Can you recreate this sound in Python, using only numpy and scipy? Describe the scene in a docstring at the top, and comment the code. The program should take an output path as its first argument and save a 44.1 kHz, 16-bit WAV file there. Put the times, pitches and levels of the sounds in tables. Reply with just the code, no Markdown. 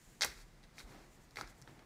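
"""A quiet room's steady noise is heard first, with faint brushing down and skin rubbing on feathers,
all made of filtered noise. Then feathers are plucked by hand from a bird on a table, close by.
Quills pop out of the skin as short dying rings, and barbs tear as crowds of tiny random clicks.
The body drops on the table with dull thumps: low swings whose pitch sags.
Pops and tearing also bounce off hands, table and room."""
import sys
import numpy as np
from scipy import signal
from scipy.fft import rfft, irfft, next_fast_len
from scipy.io import wavfile
from scipy.ndimage import map_coordinates

SR = 44100
rng = np.random.default_rng(int(sys.argv[2]) if len(sys.argv) > 2 else 0)


def gain_from_decibels(decibels):
    """Convert decibel values to linear amplitude factors."""
    exponent = np.asarray(decibels, float) / 20
    return 10 ** exponent


def put_to_file(sound):
    """Save the sound as 16-bit audio at rate SR, in the file named by the first command-line argument."""
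    columns = np.atleast_2d(sound).T  # one column per channel
    safe = np.clip(columns, -1, 1)
    whole_steps = np.round(safe * 32767)
    wavfile.write(sys.argv[1], SR, whole_steps.astype(np.int16))


N = 81585  # length in samples

# Tone of the quiet room: (f/Hz, relative level/dB)
FLOOR_TONE = [(10, -18), (22, -5.5), (37, 6), (55, -2), (80, -8), (150, -3), (300, -12), (600, -17.5),
              (1300, -21.5), (2000, -20), (3000, -27.5), (5000, -26.5), (7000, -31.5), (9000, -33),
              (12000, -40.5), (15000, -38.5), (16300, -40.5)]
# Down brushing past the fingers: (t/s, level/dB)
BRUSH_LEVEL = [(0, -70.5), (.05, -67), (.13, -67), (.15, -69), (.2, -69.5), (.25, -48.5), (.3, -63.5),
               (.35, -66.5), (.42, -64.5), (.445, -75.5), (.73, -88), (.76, -69), (.8, -61.5), (.835, -65),
               (.855, -77), (.91, -66.5), (.96, -75.5), (1.0, -73), (1.05, -71.5), (1.08, -75),
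               (1.15, -68.5), (1.19, -77), (1.24, -69.5), (1.28, -81), (1.355, -73.5), (1.38, -59.5),
               (1.42, -60), (1.435, -86), (1.5, -63), (1.53, -77), (1.59, -69.5), (1.65, -80),
               (1.69, -72.5), (1.75, -75.5), (1.85, -90.5)]
# Tone of the brushing: (f/Hz, relative level/dB)
BRUSH_TONE = [(900, -53), (1500, -11.5), (3000, -10.5), (5000, -14.5), (7000, -3.5), (9000, -11),
              (12000, -14.5), (15000, -17), (16500, -8.5)]
# Fingers rubbing the body: (t/s, level/dB)
RUB_LEVEL = [(0, -83), (.2, -73), (.25, -53), (.3, -63.5), (.36, -74), (.46, -77.5), (.72, -74.5),
             (.8, -65), (.86, -64.5), (.92, -58), (1.0, -60), (1.06, -68), (1.15, -69), (1.35, -74),
             (1.39, -54), (1.43, -53.5), (1.47, -67.5), (1.55, -67), (1.62, -70), (1.69, -61),
             (1.75, -63.5), (1.85, -66)]
# Tone of the rubbing: (f/Hz, relative level per Hz/dB)
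RUB_TONE = [(50, -29), (100, 1.5), (200, -3), (330, 1.5), (500, -8.5), (750, -3.5), (1200, -11),
            (2000, -13.5), (3000, -20.5), (5000, -35)]
# Moments when quills pop free: t/s
POP_TIMES = [.2097, .2151, .2198, .2217, .2233, .2284, .2309, .2330, .2343, .2376, .2457, .2481, .2598,
             .3900, .6380, .7822, 1.3090, 1.3587, 1.3706, 1.3872, 1.4115, 1.4250, 1.4755, 1.6165, 1.6228,
             1.6760, 1.6780, 1.7930, 1.7960]
# Voice of each pop, in the same order, before the modes and chance shift it:
# (deep ring level/dB, bright ring level/dB, airy edge level/dB, deep ring f/Hz, bright ring f/Hz)
POP_VOICES = [(-26, -23, -51.5, 1593, 4665), (-47.5, -24, -52.5, 2200, 4370), (-18, -16.5, -39, 2038, 4306),
              (-27.5, -24.5, -38.5, 1843, 4620), (-33, -21, -31.5, 1570, 4900),
              (-30.5, -19, -38, 1920, 4000), (-36.5, -23, -35, 1680, 4625), (-25, -27, -45, 1544, 5044),
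              (-24, -20.5, -46.5, 2270, 4393), (-19.5, -31, -45, 2610, 4160), (-25.5, -30, -24, 1768, 5600),
              (-26.5, -26, -19.5, 994, 5700), (-43, -44.5, -33.5, 1950, 4500),
              (-48, -60.5, -72, 1400, 4500), (-54.5, -52.5, -68, 1800, 4000), (-33, -46, -66.5, 2211, 4800),
              (-62, -50.5, -57.5, 1500, 4920), (-40.5, -40, -50.5, 1865, 4003),
              (-30, -35.5, -50, 1970, 4340), (-31.5, -43.5, -58, 1180, 5360), (-26.5, -31, -48, 1301, 4676),
              (-45.5, -56, -61, 1930, 4500), (-45.5, -48, -66, 1460, 5140), (-61.5, -48.5, -54, 1230, 5870),
              (-56.5, -46, -62.5, 1700, 5200), (-41, -49, -72, 1620, 2870), (-49, -68, -72.5, 694, 3800),
              (-48, -52.5, -66.5, 2000, 3320), (-46.5, -66, -74, 476, 3500)]
# Modes that make up the deep ring: (pitch ratio, level added/dB)
DEEP_RING_MODES = [(.82, -8.5), (1.04, 1), (1.2, -17.5)]
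# Modes that make up the bright ring: (pitch ratio, level added/dB)
BRIGHT_RING_MODES = [(.88, -1.5), (1.02, 3), (1.25, -1.5), (1.8, -10)]
# Tearing barbs, one curve a tug: (t/s, bright level/dB, deep level/dB)
TEAR_LEVELS = [
    [(.21, -63.5, -56.5), (.225, -49.5, -52.5), (.243, -45.5, -45), (.247, -48, -38.5), (.252, -47, -41.5),
     (.262, -52, -51), (.3, -58, -59.5), (.34, -65, -66), (.42, -68, -69), (.445, -76.5, -74.5)],
    [(.63, -76.5, -71.5), (.64, -67, -71.5), (.655, -79.5, -76.5)],
    [(.742, -75.5, -77.5), (.775, -69.5, -70.5), (.788, -56, -66.5), (.797, -50.5, -65), (.799, -74, -55.5),
     (.804, -53, -56.5), (.812, -66, -59.5), (.83, -70, -74), (.85, -73, -79.5)],
    [(.87, -73, -77), (.92, -69.5, -67.5), (1.0, -73.5, -74), (1.07, -78.5, -74)],
    [(1.357, -67, -70), (1.368, -64, -68), (1.373, -58, -51), (1.383, -62, -51.5), (1.392, -57.5, -54.5),
     (1.408, -61.5, -63.5), (1.418, -62.5, -55), (1.43, -67.5, -58.5), (1.47, -68.5, -66.5),
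     (1.5, -71.5, -69), (1.53, -78, -70)],
    [(1.676, -74, -66.5), (1.686, -70, -61.5), (1.695, -73.5, -72.5), (1.72, -77, -78)],
    [(1.79, -80, -70), (1.794, -67, -59), (1.799, -84, -71.5)],
]
# Tone of the bright tearing: (f/Hz, relative level per Hz/dB)
TEAR_BRIGHT_TONE = [(2500, -28.5), (3400, -2.5), (4300, 1.5), (6000, -3), (7000, -12), (9000, -10.5),
                    (13000, -19), (16500, -29.5)]
# Tone of the deep tearing: (f/Hz, relative level per Hz/dB)
TEAR_DEEP_TONE = [(200, -46.5), (350, -2.5), (700, -7), (1200, -3), (1600, 1.5), (2200, 0.5), (2800, -11.5),
                  (3600, -50)]
# How long the room takes to fade by 60 dB: (f/Hz, fade time/s)
ROOM_FADE = [(300, 0.324), (2000, 0.346), (6000, 0.246), (14000, 0.238)]
# The body drops on the table: (t/s, level before the swell/dB, start f/Hz, settled f/Hz, time to fall 60 dB/s)
THUMP_DROPS = [(0.277, -43, 77.6, 44.3, 0.173), (0.353, -50, 42.3, 35.7, 0.81),
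               (0.835, -43.5, 48.2, 36.7, 0.234), (1.43, -44, 53.4, 37, 0.266),
               (1.439, -59.5, 120, 111, 0.13), (0.428, -59.5, 151.4, 140, 0.092),
               (1.587, -49.5, 130, 120, .1), (1.615, -39.5, 140.7, 132.7, 0.0917),
               (1.685, -49, 147.2, 141.2, .1), (1.719, -51.5, 130.4, 120, 0.195)]


def unit(x):
    """Scales a sound to an rms of one."""
    return x / np.sqrt(np.mean(x ** 2) + 1e-20)


def along(points, hz):
    """Reads a curve of (f/Hz, value) points on a log pitch axis."""
    f, v = np.transpose(points)
    return np.interp(np.log(hz + 1), np.log(f + 1), v)


def level(rows, column=1):
    """Gain per sample from one dB column of rows that start with t/s; silent outside them."""
    columns = np.transpose(rows)
    return gain_from_decibels(np.interp(np.arange(N) / SR, columns[0], columns[column], left=-150, right=-150))


def wobble(rate):
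    """A smooth random curve through `rate` random points a second."""
    points = rng.standard_normal(int(N * rate / SR) + 4)
    return map_coordinates(points, [np.arange(N) * rate / SR])


def filtered(x, response):
    """Multiplies the spectrum of x by a response that depends on frequency."""
    size = next_fast_len(N + 8192)  # spare room so the end does not wrap onto the start
    return irfft(rfft(x, size) * response(np.fft.rfftfreq(size, 1 / SR)), size)[:N]


def coloured(x, tone):
    """Gives x the tone of a table, at an rms of one."""
    return unit(filtered(x, lambda hz: gain_from_decibels(along(tone, hz))))


def add(out, start_s, sound):
    """Mixes a sound into out from start_s on, cut off at the end of out."""
    part = out[max(round(start_s * SR), 0):][:len(sound)]
    part += sound[:len(part)]


def room_noise():
    """The quiet room: steady random noise with a fixed tone."""
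    return gain_from_decibels(-63) * coloured(rng.standard_normal(N), FLOOR_TONE)


def brushing():
    """Soft hiss of down: noise that flickers a little."""
    flicker = gain_from_decibels(0.86 * wobble(120))
    return coloured(rng.standard_normal(N) * flicker, BRUSH_TONE) * level(BRUSH_LEVEL)


def rubbing():
    """Skin on feathers: dull noise that flickers more slowly."""
    flicker = gain_from_decibels(1.41 * wobble(59.78))
    return coloured(rng.standard_normal(N) * flicker, RUB_TONE) * level(RUB_LEVEL)


def ring(t, hz, db, t60):
    """One mode of a pop: a sine with a very fast attack that falls 60 dB in t60 seconds."""
    attack = 1 - np.exp(-t / .00016)
    return -gain_from_decibels(db - 60 * t / t60) * np.sin(2 * np.pi * hz * t) * attack


def pops():
    """Each quill snaps free: a deep and a bright short ring, an airy edge and a small thud."""
    deep_t60_s, bright_t60_s, edge_t60_s, thud_t60_s = .006, .004, .003, .008
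    thud_hz, thud_db = 814, -12.5  # middle pitch; level next to the deep ring
    out = np.zeros(N)
    t = np.arange(SR // 40) / SR
    band = signal.butter(2, (5700, 16100), "band", fs=SR)
    edges = signal.lfilter(*band, rng.standard_normal((len(POP_VOICES), len(t))))
    chances = rng.standard_normal((len(POP_VOICES), 16))
    for start_s, voice, chance, edge in zip(POP_TIMES, POP_VOICES, chances, edges):
        deep_db, bright_db, edge_db, deep_hz, bright_hz = voice
        sound = ring(t, thud_hz * (1 + 0.102 * chance[0]), deep_db + thud_db, thud_t60_s)
        sound = sound + gain_from_decibels(edge_db - 60 * t / edge_t60_s) * edge
        modes = [(deep_hz * ratio, deep_db + db, deep_t60_s) for ratio, db in DEEP_RING_MODES]
        modes += [(bright_hz * ratio, bright_db + db, bright_t60_s) for ratio, db in BRIGHT_RING_MODES]
        for k, (hz, db, t60) in enumerate(modes):
            # chance moves each mode a little in pitch and level
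            sound = sound + ring(t, hz * (1 + .02 * chance[1 + k]), db + 1.2 * chance[8 + k], t60)
        add(out, start_s, sound)
    return out


def table(x):
    """The table's bounce cancels a band near 3 kHz, and small sources carry no bass."""
    dip_hz, dip_width_hz, dip_db, low_edge_hz = 2850, 800, -8, 320

    def response(f):
        width = 1j * f * dip_width_hz
        resonance = dip_hz ** 2 - f * f
        dip = (resonance + gain_from_decibels(dip_db) * width) / (resonance + width)
        bass_cut = (1j * f / (low_edge_hz + 1j * f)) ** 2
        return dip * bass_cut
    return filtered(x, response)


def tearing():
    """Barbs tear in dense, clumped tiny snaps of uneven size, in a bright and a deep band."""
    grains_per_s, spread_db = 14000, 2
    hit = rng.random(N) < grains_per_s / SR
    uneven_db = spread_db * rng.standard_normal(N)
    clumps_db = 1.6 * wobble(300)
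    grains = hit * rng.standard_normal(N) * gain_from_decibels(uneven_db + clumps_db)
    bright_level = sum(level(rows, column=1) for rows in TEAR_LEVELS)
    deep_level = sum(level(rows, column=2) for rows in TEAR_LEVELS)
    bright = coloured(grains, TEAR_BRIGHT_TONE) * bright_level
    return bright + coloured(grains, TEAR_DEEP_TONE) * deep_level


def room(x):
    """Close scatter off hands and table, then a tail whose fade time depends on pitch."""
    room_db, near_db, near_t60_s = -14, -9, .025
    hz, t, noise = signal.stft(rng.standard_normal(SR // 2), SR, nperseg=256)
    fade = gain_from_decibels(-60 * t / along(ROOM_FADE, hz)[:, None])
    tail = signal.istft(noise * fade, SR, nperseg=256)[1]
    near_t = np.arange(SR // 20) / SR
    near = rng.standard_normal(SR // 20) * gain_from_decibels(-60 * near_t / near_t60_s)
    # the tail waits 200 samples, the scatter only 1.2 ms
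    echo = gain_from_decibels(room_db) * np.pad(tail / np.linalg.norm(tail), (200, 0))
    add(echo, .0012, gain_from_decibels(near_db) * near / np.linalg.norm(near))
    return signal.fftconvolve(x, echo)[:N]


def thumps():
    """The body drops on the table: soft low swings whose pitch sags as they settle."""
    sag_s, swell_s = 0.0205, 0.0113  # time constants
    out = np.zeros(N)
    t = np.arange(SR // 2) / SR
    for start_s, db, start_hz, end_hz, t60 in THUMP_DROPS:
        hz = end_hz + (start_hz - end_hz) * np.exp(-t / sag_s)
        swing = np.sin(2 * np.pi * np.cumsum(hz) / SR)
        swell = 1 - np.exp(-t / swell_s)
        add(out, start_s, gain_from_decibels(db - 60 * t / t60) * swell * swing)
    return out


def scene():
    """Mixes all layers; only the pops and the tearing are sent through the room."""
    plucks = table(pops()) + tearing()
    mix = room_noise() + brushing() + rubbing() + plucks + room(plucks) + thumps()
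    return mix[None]  # one channel


def top_cut(x):
    """Nothing passes above the cut-off."""
    return signal.sosfilt(signal.butter(12, 16470, fs=SR, output="sos"), x)


def record(dry):
    """Takes off the highest treble with a smooth, steep slope."""
    top_hz, slope_hz = 15560, 120
    mix = filtered(dry[0], lambda hz: 1 / (1 + np.exp((hz - top_hz) / slope_hz)))[None]
    return top_cut(mix)


dry = scene()
out = record(dry)
put_to_file(out)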